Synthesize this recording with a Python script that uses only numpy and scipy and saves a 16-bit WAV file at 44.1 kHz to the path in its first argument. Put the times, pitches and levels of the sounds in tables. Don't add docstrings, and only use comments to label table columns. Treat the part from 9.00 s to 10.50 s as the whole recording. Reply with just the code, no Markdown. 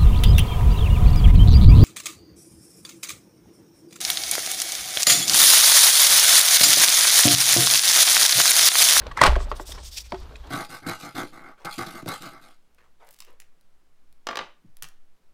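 import sys
import numpy as np
from scipy import signal
from scipy.fft import rfft, irfft
from scipy.io import wavfile

SR = 44100
rng = np.random.default_rng(int(sys.argv[2]) if len(sys.argv) > 2 else 0)


def output_pcm(signal):
    pcm = np.clip(np.atleast_2d(signal).T, -1, 1) * 32767
    wavfile.write(sys.argv[1], SR, np.round(pcm).astype(np.int16))


def ratio(d):
    e = np.asarray(d, float) / 20
    return 10 ** e


N = 66150

# f/Hz, density/dB
FLOOR_COLOUR = [(50, -38), (90, 0), (220, -17.5), (800, -28.5), (2100, -21), (4000, -15.5), (9000, -29.5),
                (16000, -31)]
# f/Hz, level/dB, t60/s
TABLE_MODES = [
    (29.9, 3, 0.73),
    (39, -12.5, 0.23),
    (54, 1, 0.57),
    (88, -36.5, .1),
]
# t/s, level/dB, contact/ms
SHOVES = [
    (0.263, -18.5, 7.1),
    (0.287, -14.5, 4.1),
    (0.303, -18.5, 11.5),
    (0.346, -20.5, 11.2),
]
# t/s, level/dB
HAND_LEVEL = [(0, -42.5), (.12, -35), (.2, -42.5), (.31, -21), (.45, -41), (.56, -43.5), (.63, -35),
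              (.69, -43), (.74, -34), (.8, -44.5), (.86, -40), (.91, -48.5), (1.1, -49.5), (1.22, -37.5),
              (1.3, -47.5), (1.5, -40.5)]
# t/s, level/dB
CREAK_LEVEL = [(0, -44.5), (.15, -47.5), (.47, -48.5), (.56, -46.5), (.65, -58), (.76, -45.5), (.84, -59.5),
               (1.08, -63), (1.17, -50.5), (1.33, -52), (1.41, -53), (1.5, -47.5)]
# f/Hz, density/dB
CREAK_COLOUR = [(59, -25), (100, -5.5), (193, -15), (1190, -17.5), (2060, -28.5), (4130, -31.5),
                (8000, -78), (10400, -54), (17600, -120)]
# t/s, length/s, level/dB, hollow f/Hz, brightness/dB
RUBS = [(0, 0.0052, -40.5, 5480, -9), (0.385, 0.078, -50, 7700, -6), (0.488, 0.031, -51.5, 4840, 1),
        (0.545, 0.047, -47.5, 8700, 3), (0.586, 0.061, -51.5, 7500, 7), (0.65, 0.087, -45, 8100, 6.5),
        (0.716, 0.015, -41, 5330, -3), (0.723, 0.062, -48.5, 5400, -2), (0.774, 0.11, -52.5, 8150, -20),
        (0.827, 0.081, -47.5, 6480, 5), (0.903, 0.13, -44.5, 5040, 4.5), (0.97, 0.023, -35, 5580, 1),
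        (1.042, 0.054, -65, 3390, 1.5), (1.074, 0.18, -57.5, 4600, -11), (0.96, 0.033, -40, 2600, -8.5),
        (0.999, 0.02, -57, 5200, 8.5), (1.03, 0.055, -50, 2400, -1), (1.104, 0.0083, -63, 12000, 17),
        (1.2, 0.0048, -67, 10200, 23), (1.358, 0.0038, -60, 7530, 11), (1.363, 0.0064, -48, 7560, -13),
        (1.465, 0.015, -56, 4250, 4), (1.24, 0.093, -78.5, 3900, -15)]
# f/Hz, density/dB
RUB_COLOUR = [(1200, -32.5), (2800, -22.5), (3300, -22.5), (5600, -1), (9000, -16), (13000, -25.5),
              (16000, -7.5)]
# f/Hz, width/Hz, level/dB
RUB_PEAKS = [(3540, 590, -6.5), (4730, 2000, -8.5), (13240, 480, -15)]
# t/s, level/dB
RASP_LEVEL = [(.155, -57), (.18, -29.5), (.205, -37.5), (.225, -20), (.27, -16), (.3, -31.5), (.35, -36),
              (.42, -57), (.5, -76)]
# f/Hz, density/dB
RASP_COLOUR = [(100, -10), (330, -2.5), (650, -0.5), (1000, -2.5), (1600, 0), (4000, -10), (8700, -25.5),
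               (16000, -38)]
# f/Hz, level/dB, t60/s
BOX_MODES = [(142.4, 0.5, 0.11), (181, -2, 0.039), (322, -10, 0.059), (373, -6, 0.094), (592, 4, 0.039),
             (701, 0, 0.051), (900.3, -3.5, 0.067), (1133, 9.5, 0.015), (1302, -2, 0.041), (1590, 3, 0.022),
             (1922, -0.5, 0.039), (2500, 2.5, 0.0045), (3290, -1, 0.038), (4660, -6, 0.01)]
# t/s, peak/dB, ring centre f/Hz,
# crack/dB, contact/ms
TAPS = [(.018, -35.5, 1590, -7.5, 0.33), (.066, -28, 550, -4, 0.88), (.111, -27.5, 1710, -14, 3.2),
        (.119, -37, 1000, -5, 0.74), (.321, -24.5, 574, -20, 0.6), (.329, -25.5, 944, -11, 0.89),
        (.345, -35.5, 1390, -17, 1.5), (.355, -18, 1594, -18, .6), (.36, -21.5, 1026, -7.5, 0.81),
        (.364, -18, 543, -23.5, 0.61), (.373, -42, 910, -24, 0.4), (.381, -32, 630, -28, 3.2),
        (.4025, -27, 1070, -8, 0.22), (.407, -29.5, 430, -15, 1.2), (.5152, -14.5, 1122, -17.5, 0.4),
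        (.519, -28.5, 442, -11.5, 2.8), (.528, -47, 915, -12, 4.2), (.5968, -25.5, 860, -30, 0.1),
        (.6, -28, 369, -35, 0.71), (.6035, -34.5, 620, -28, 1.2), (.693, -35, 640, -18, 0.18),
        (.72, -30, 3530, -11, 0.73), (.771, -35, 947, -8, 10.7), (1.1205, -20, 933, -15, 0.79),
        (1.123, -24, 378, -40, 3.7), (1.139, -30, 857, -19, 4.2), (1.301, -39.5, 426, -33, 17),
        (1.308, -40, 1120, -17, 1.6), (1.3548, -38.5, 2500, -17.5, 0.67), (1.3565, -40, 3870, -2.5, 0.76),
        (1.434, -42, 815, -11.5, 6.3), (.4685, -37, 600, -11, 0.73), (.481, -45, 833, -29, 1.2),
        (1.1208, -34.5, 1984, 4, 0.13), (1.143, -32.5, 1470, -7.5, 1.9), (.5972, -30.5, 1390, -10, 0.16),
        (.366, -22.5, 376.5, -24, 2.7), (.268, -21, 162, -38, 3.6), (.362, -32.5, 151, -40, 3.8),
        (1.151, -41, 1040, -10, 4.6)]
# f/Hz, density/dB
TAP_CRACK_COLOUR = [(400, -26.5), (900, -7.5), (1700, 1.5), (3000, -0.5), (5000, -8.5), (9000, -21),
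                    (16000, -41.5)]
# t/s, peak/dB, ring centre f/Hz, crack/dB, contact/ms
CLACKS = [(.168, -23.5, 2060, -12.5, 3.4), (.173, -16.5, 1054, -14.5, 1.1), (.181, -24, 990, -22.5, 1.2),
          (.1905, -14.5, 1690, -27.5, 1), (.2, -24.5, 2050, -18, 1.4), (.2104, -15, 1500, -14.5, 1.4),
          (.2128, 1.7, 1026, -15.5, 2.14), (.2145, -12, 666, -38, 1.3), (.219, -7, 1030, -31.5, 0.41),
          (.223, -24, 945, -33, 1.4), (.228, -19.5, 1960, -11.5, 1.1), (.232, -7.5, 1565, -35.5, 0.78),
          (.2360, -2.5, 1490, -5.5, 0.3), (.239, -15, 1085, -2.5, 0.45), (.2443, -16, 2030, -5.5, 0.11),
          (.2487, -9.5, 1114, -37.5, 0.11), (.2550, -8, 890, -21, 0.13), (.259, -18, 1590, -1, 1.8),
          (.2659, -7, 1070, -6, 0.18), (.271, -20, 1260, -14, 1.6), (.2753, -9.5, 1020, -29, 0.54),
          (.2785, -12, 720, -31, 0.2), (.285, -26, 2820, -9, 1.1), (.291, -25.5, 1110, -13, 1.3),
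          (.301, -20.5, 840, -22, 1.4), (.307, -28, 1246, -22, 0.65)]
# f/Hz, density/dB
CLACK_CRACK_COLOUR = [(700, -29.5), (1500, -9), (2500, -4.5), (4900, -3.5), (6800, -12.5), (8700, -8.5),
                      (10500, -21.5), (16000, -27)]

FLOOR_DB = -61
ROOM_T60_S, ROOM_DB, ROOM_CUT_HZ = 0.16, -19, 5000
RUB_EDGE_S, RUB_GRAINS_PER_S, RUB_ROUGH_DB, RUB_FLICKER_DB = 0.025, 5200, 1.6, 0.5
HOLLOW_DB, HOLLOW_CYCLES = -6, 20
RASP_SLIPS_PER_S, RASP_ROUGH_DB = 2900, 1.9
RING_OCTAVES, RING_SPREAD_DB, RING_DB = 0.82, 8, -11.5
CRACK_T60_S, CRACK_DB = 0.017, -2
JUDDER_PER_MS, BODY_CUT_HZ = 0.99, 140


def rms_one(x):
    return x / np.sqrt(np.mean(x ** 2) + 1e-20)


def in_time(rows):
    s, *columns = np.transpose(rows)
    return [np.interp(np.arange(N) / SR, s, c) for c in columns]


def colour(x, points):
    hz, db = np.transpose(points)
    grid_hz = np.arange(1025) * SR / 2048
    log_gain = np.interp(np.log(grid_hz + 1), np.log(hz), db / 20 * np.log(10))
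    cepstrum = irfft(log_gain)
    cepstrum[1:1024] *= 2
    cepstrum[1025:] = 0
    impulse = irfft(np.exp(rfft(cepstrum)))[:1024]
    return signal.fftconvolve(x, impulse)[:len(x)]


def drift(rate_hz):
    r = np.exp(-2 * np.pi * rate_hz / SR)
    wander = signal.lfilter([1], [1, -2 * r, r * r], rng.standard_normal(N + 9000))
    return rms_one(wander[9000:])


def ring(x, hz, t60_s):
    r, w = ratio(-60 / (t60_s * SR)), 2 * np.pi * hz / SR
    return signal.lfilter([0, np.sin(w)], [1, -2 * r * np.cos(w), r * r], x + 1e-18)


def grains(per_s, rough_db):
    clicks = rng.random(N) < per_s / SR
    size = ratio(rough_db * np.minimum(rng.exponential(1, N), 4))
    return rms_one(clicks * size * rng.choice([-1, 1], N))


def floor():
    return ratio(FLOOR_DB) * rms_one(colour(rng.standard_normal(N), FLOOR_COLOUR))


def room(x):
    t = np.arange(SR // 2) / SR
    tail = rng.standard_normal(len(t)) * ratio(-60 * t / ROOM_T60_S) * np.clip(t / 0.0011, 0, 1)
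    tail = signal.sosfilt(signal.butter(1, ROOM_CUT_HZ, fs=SR, output="sos"), tail)
    return signal.fftconvolve(x, tail / np.sqrt(np.sum(tail ** 2)))[:N]


def table():
    force, t = np.zeros(N), np.arange(N) / SR
    for s, db, contact_ms in SHOVES:
        push = np.clip(1 - ((t - s) * 1000 / contact_ms - 1) ** 2, 0, 1) ** 2
        force += ratio(db) * push / push.sum()
    wobble = sum(ratio(db) * ring(force, hz, t60_s) for hz, db, t60_s in TABLE_MODES)
    hands_db, = in_time(HAND_LEVEL)
    noise = rng.standard_normal((2, N + SR))
    upper = rms_one(ring(ring(noise[0], 71.0, 0.11), 55.8, 0.17)[SR:])
    lower = rms_one(ring(ring(noise[1], 26, 0.15), 33, 0.34)[SR:])
    return wobble + ratio(hands_db) * (upper + ratio(-3.5) * lower)


def card_creak():
    creak = rms_one(colour(grains(3000, 1.2), CREAK_COLOUR))
    return ratio(in_time(CREAK_LEVEL)[0] + 2.0 * drift(21)) * creak


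def finger_rubs():
    hiss = rms_one(colour(grains(RUB_GRAINS_PER_S, RUB_ROUGH_DB), RUB_COLOUR))
    peaks = sum(ratio(db) * rms_one(ring(hiss, hz, 2.2 / width_hz)) for hz, width_hz, db in RUB_PEAKS)
    hiss = rms_one(hiss + peaks)
    low = signal.sosfilt(signal.butter(4, 9000, "low", fs=SR, output="sos"), hiss)
    high = signal.sosfilt(signal.butter(4, 9000, "high", fs=SR, output="sos"), hiss)
    t, out = np.arange(N) / SR, 0
    for s, length_s, db, hz, bright_db in RUBS:
        to_edge_s = np.minimum(t - s, s + length_s - t)
        stroke = np.clip(to_edge_s / min(RUB_EDGE_S, length_s / 2), 0, 1)
        hollow = ratio(HOLLOW_DB) * rms_one(ring(hiss, hz, HOLLOW_CYCLES / hz))
        out = out + stroke * ratio(db) * (low + ratio(bright_db) * high + hollow)
    return out * ratio(RUB_FLICKER_DB * (drift(46.3) + drift(14.0)))


def rasp():
    slips = rms_one(colour(grains(RASP_SLIPS_PER_S, RASP_ROUGH_DB), RASP_COLOUR))
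    rung = rms_one(sum(ring(slips, hz, 0.34 * t60_s) * ratio(db) / np.sqrt(t60_s)
                       for hz, db, t60_s in BOX_MODES))
    t = np.arange(N) / SR
    fade_in = np.clip((t - RASP_LEVEL[0][0]) / 0.013, 0, 1)
    fade_out = np.clip((RASP_LEVEL[-1][0] - t) / 0.071, 0, 1)
    level = ratio(in_time(RASP_LEVEL)[0] + 2.0 * drift(52))
    return level * fade_in * fade_out * rms_one(slips + 0.2 * rung)


def knocks(rows, crack_colour, cycles):
    body, crack, t = np.zeros(N + SR), np.zeros(N + SR), np.arange(6000) / SR
    hz, mode_db, t60_s = np.transpose(BOX_MODES)[:, :, None]
    sign = (-1) ** np.arange(len(hz))[:, None]
    for s, db, centre_hz, crack_db, contact_ms in rows:
        chance, i = rng.standard_normal((3, 6000)), int(s * SR)
        away = np.abs(np.log2(hz / centre_hz) / RING_OCTAVES) ** 0.72
        weight_db = RING_DB + mode_db - 9 * away + RING_SPREAD_DB * chance[0, :len(hz), None]
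        modes = (ratio(weight_db - 60 * t / t60_s) * sign * np.sin(2 * np.pi * hz * t)).sum(axis=0)
        thock_decay = ratio(-60 * t * np.sqrt(1000 * centre_hz) / cycles)
        modes += thock_decay * np.sin(2 * np.pi * centre_hz * t)
        contact = t * 1000 / max(contact_ms, 0.05)
        press = contact * np.exp(1 - contact)
        rough = JUDDER_PER_MS * contact_ms * chance[1] * np.abs(chance[1])
        judder = np.cos(2 * np.pi * centre_hz * t) + rough
        hit = signal.fftconvolve(modes, press ** 2 * judder)[:len(t)]
        body[i:i + len(t)] += ratio(db) * hit / np.abs(hit).max()
        snap = signal.fftconvolve(press ** 4, ratio(-60 * t / CRACK_T60_S))[:len(t)]
        crack[i:i + len(t)] += ratio(db + crack_db + CRACK_DB) * chance[2] * snap / snap.max()
    colour_gain = np.std(colour(rng.standard_normal(N), crack_colour))
    crack = colour(crack[:N], crack_colour) / colour_gain
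    high_pass = signal.butter(1, BODY_CUT_HZ, "high", fs=SR, output="sos")
    return signal.sosfilt(high_pass, body[:N]) + crack


def scene():
    clacks = knocks(CLACKS, CLACK_CRACK_COLOUR, cycles=15.4)
    taps = knocks(TAPS, TAP_CRACK_COLOUR, cycles=16.8)
    near = clacks + taps + rasp() + finger_rubs()
    mix = near + ratio(ROOM_DB) * room(near) + card_creak() + floor() + table()
    return mix[None]


def band_limit(x):
    return signal.sosfilt(signal.butter(12, 16550, fs=SR, output="sos"), x)


def record(dry):
    top_cut = signal.cheby2(12, 60, 16250, fs=SR, output="sos")
    mix = np.clip(signal.sosfilt(top_cut, dry), -1, 1)
    return band_limit(mix)


dry = scene()
out = record(dry)
output_pcm(out)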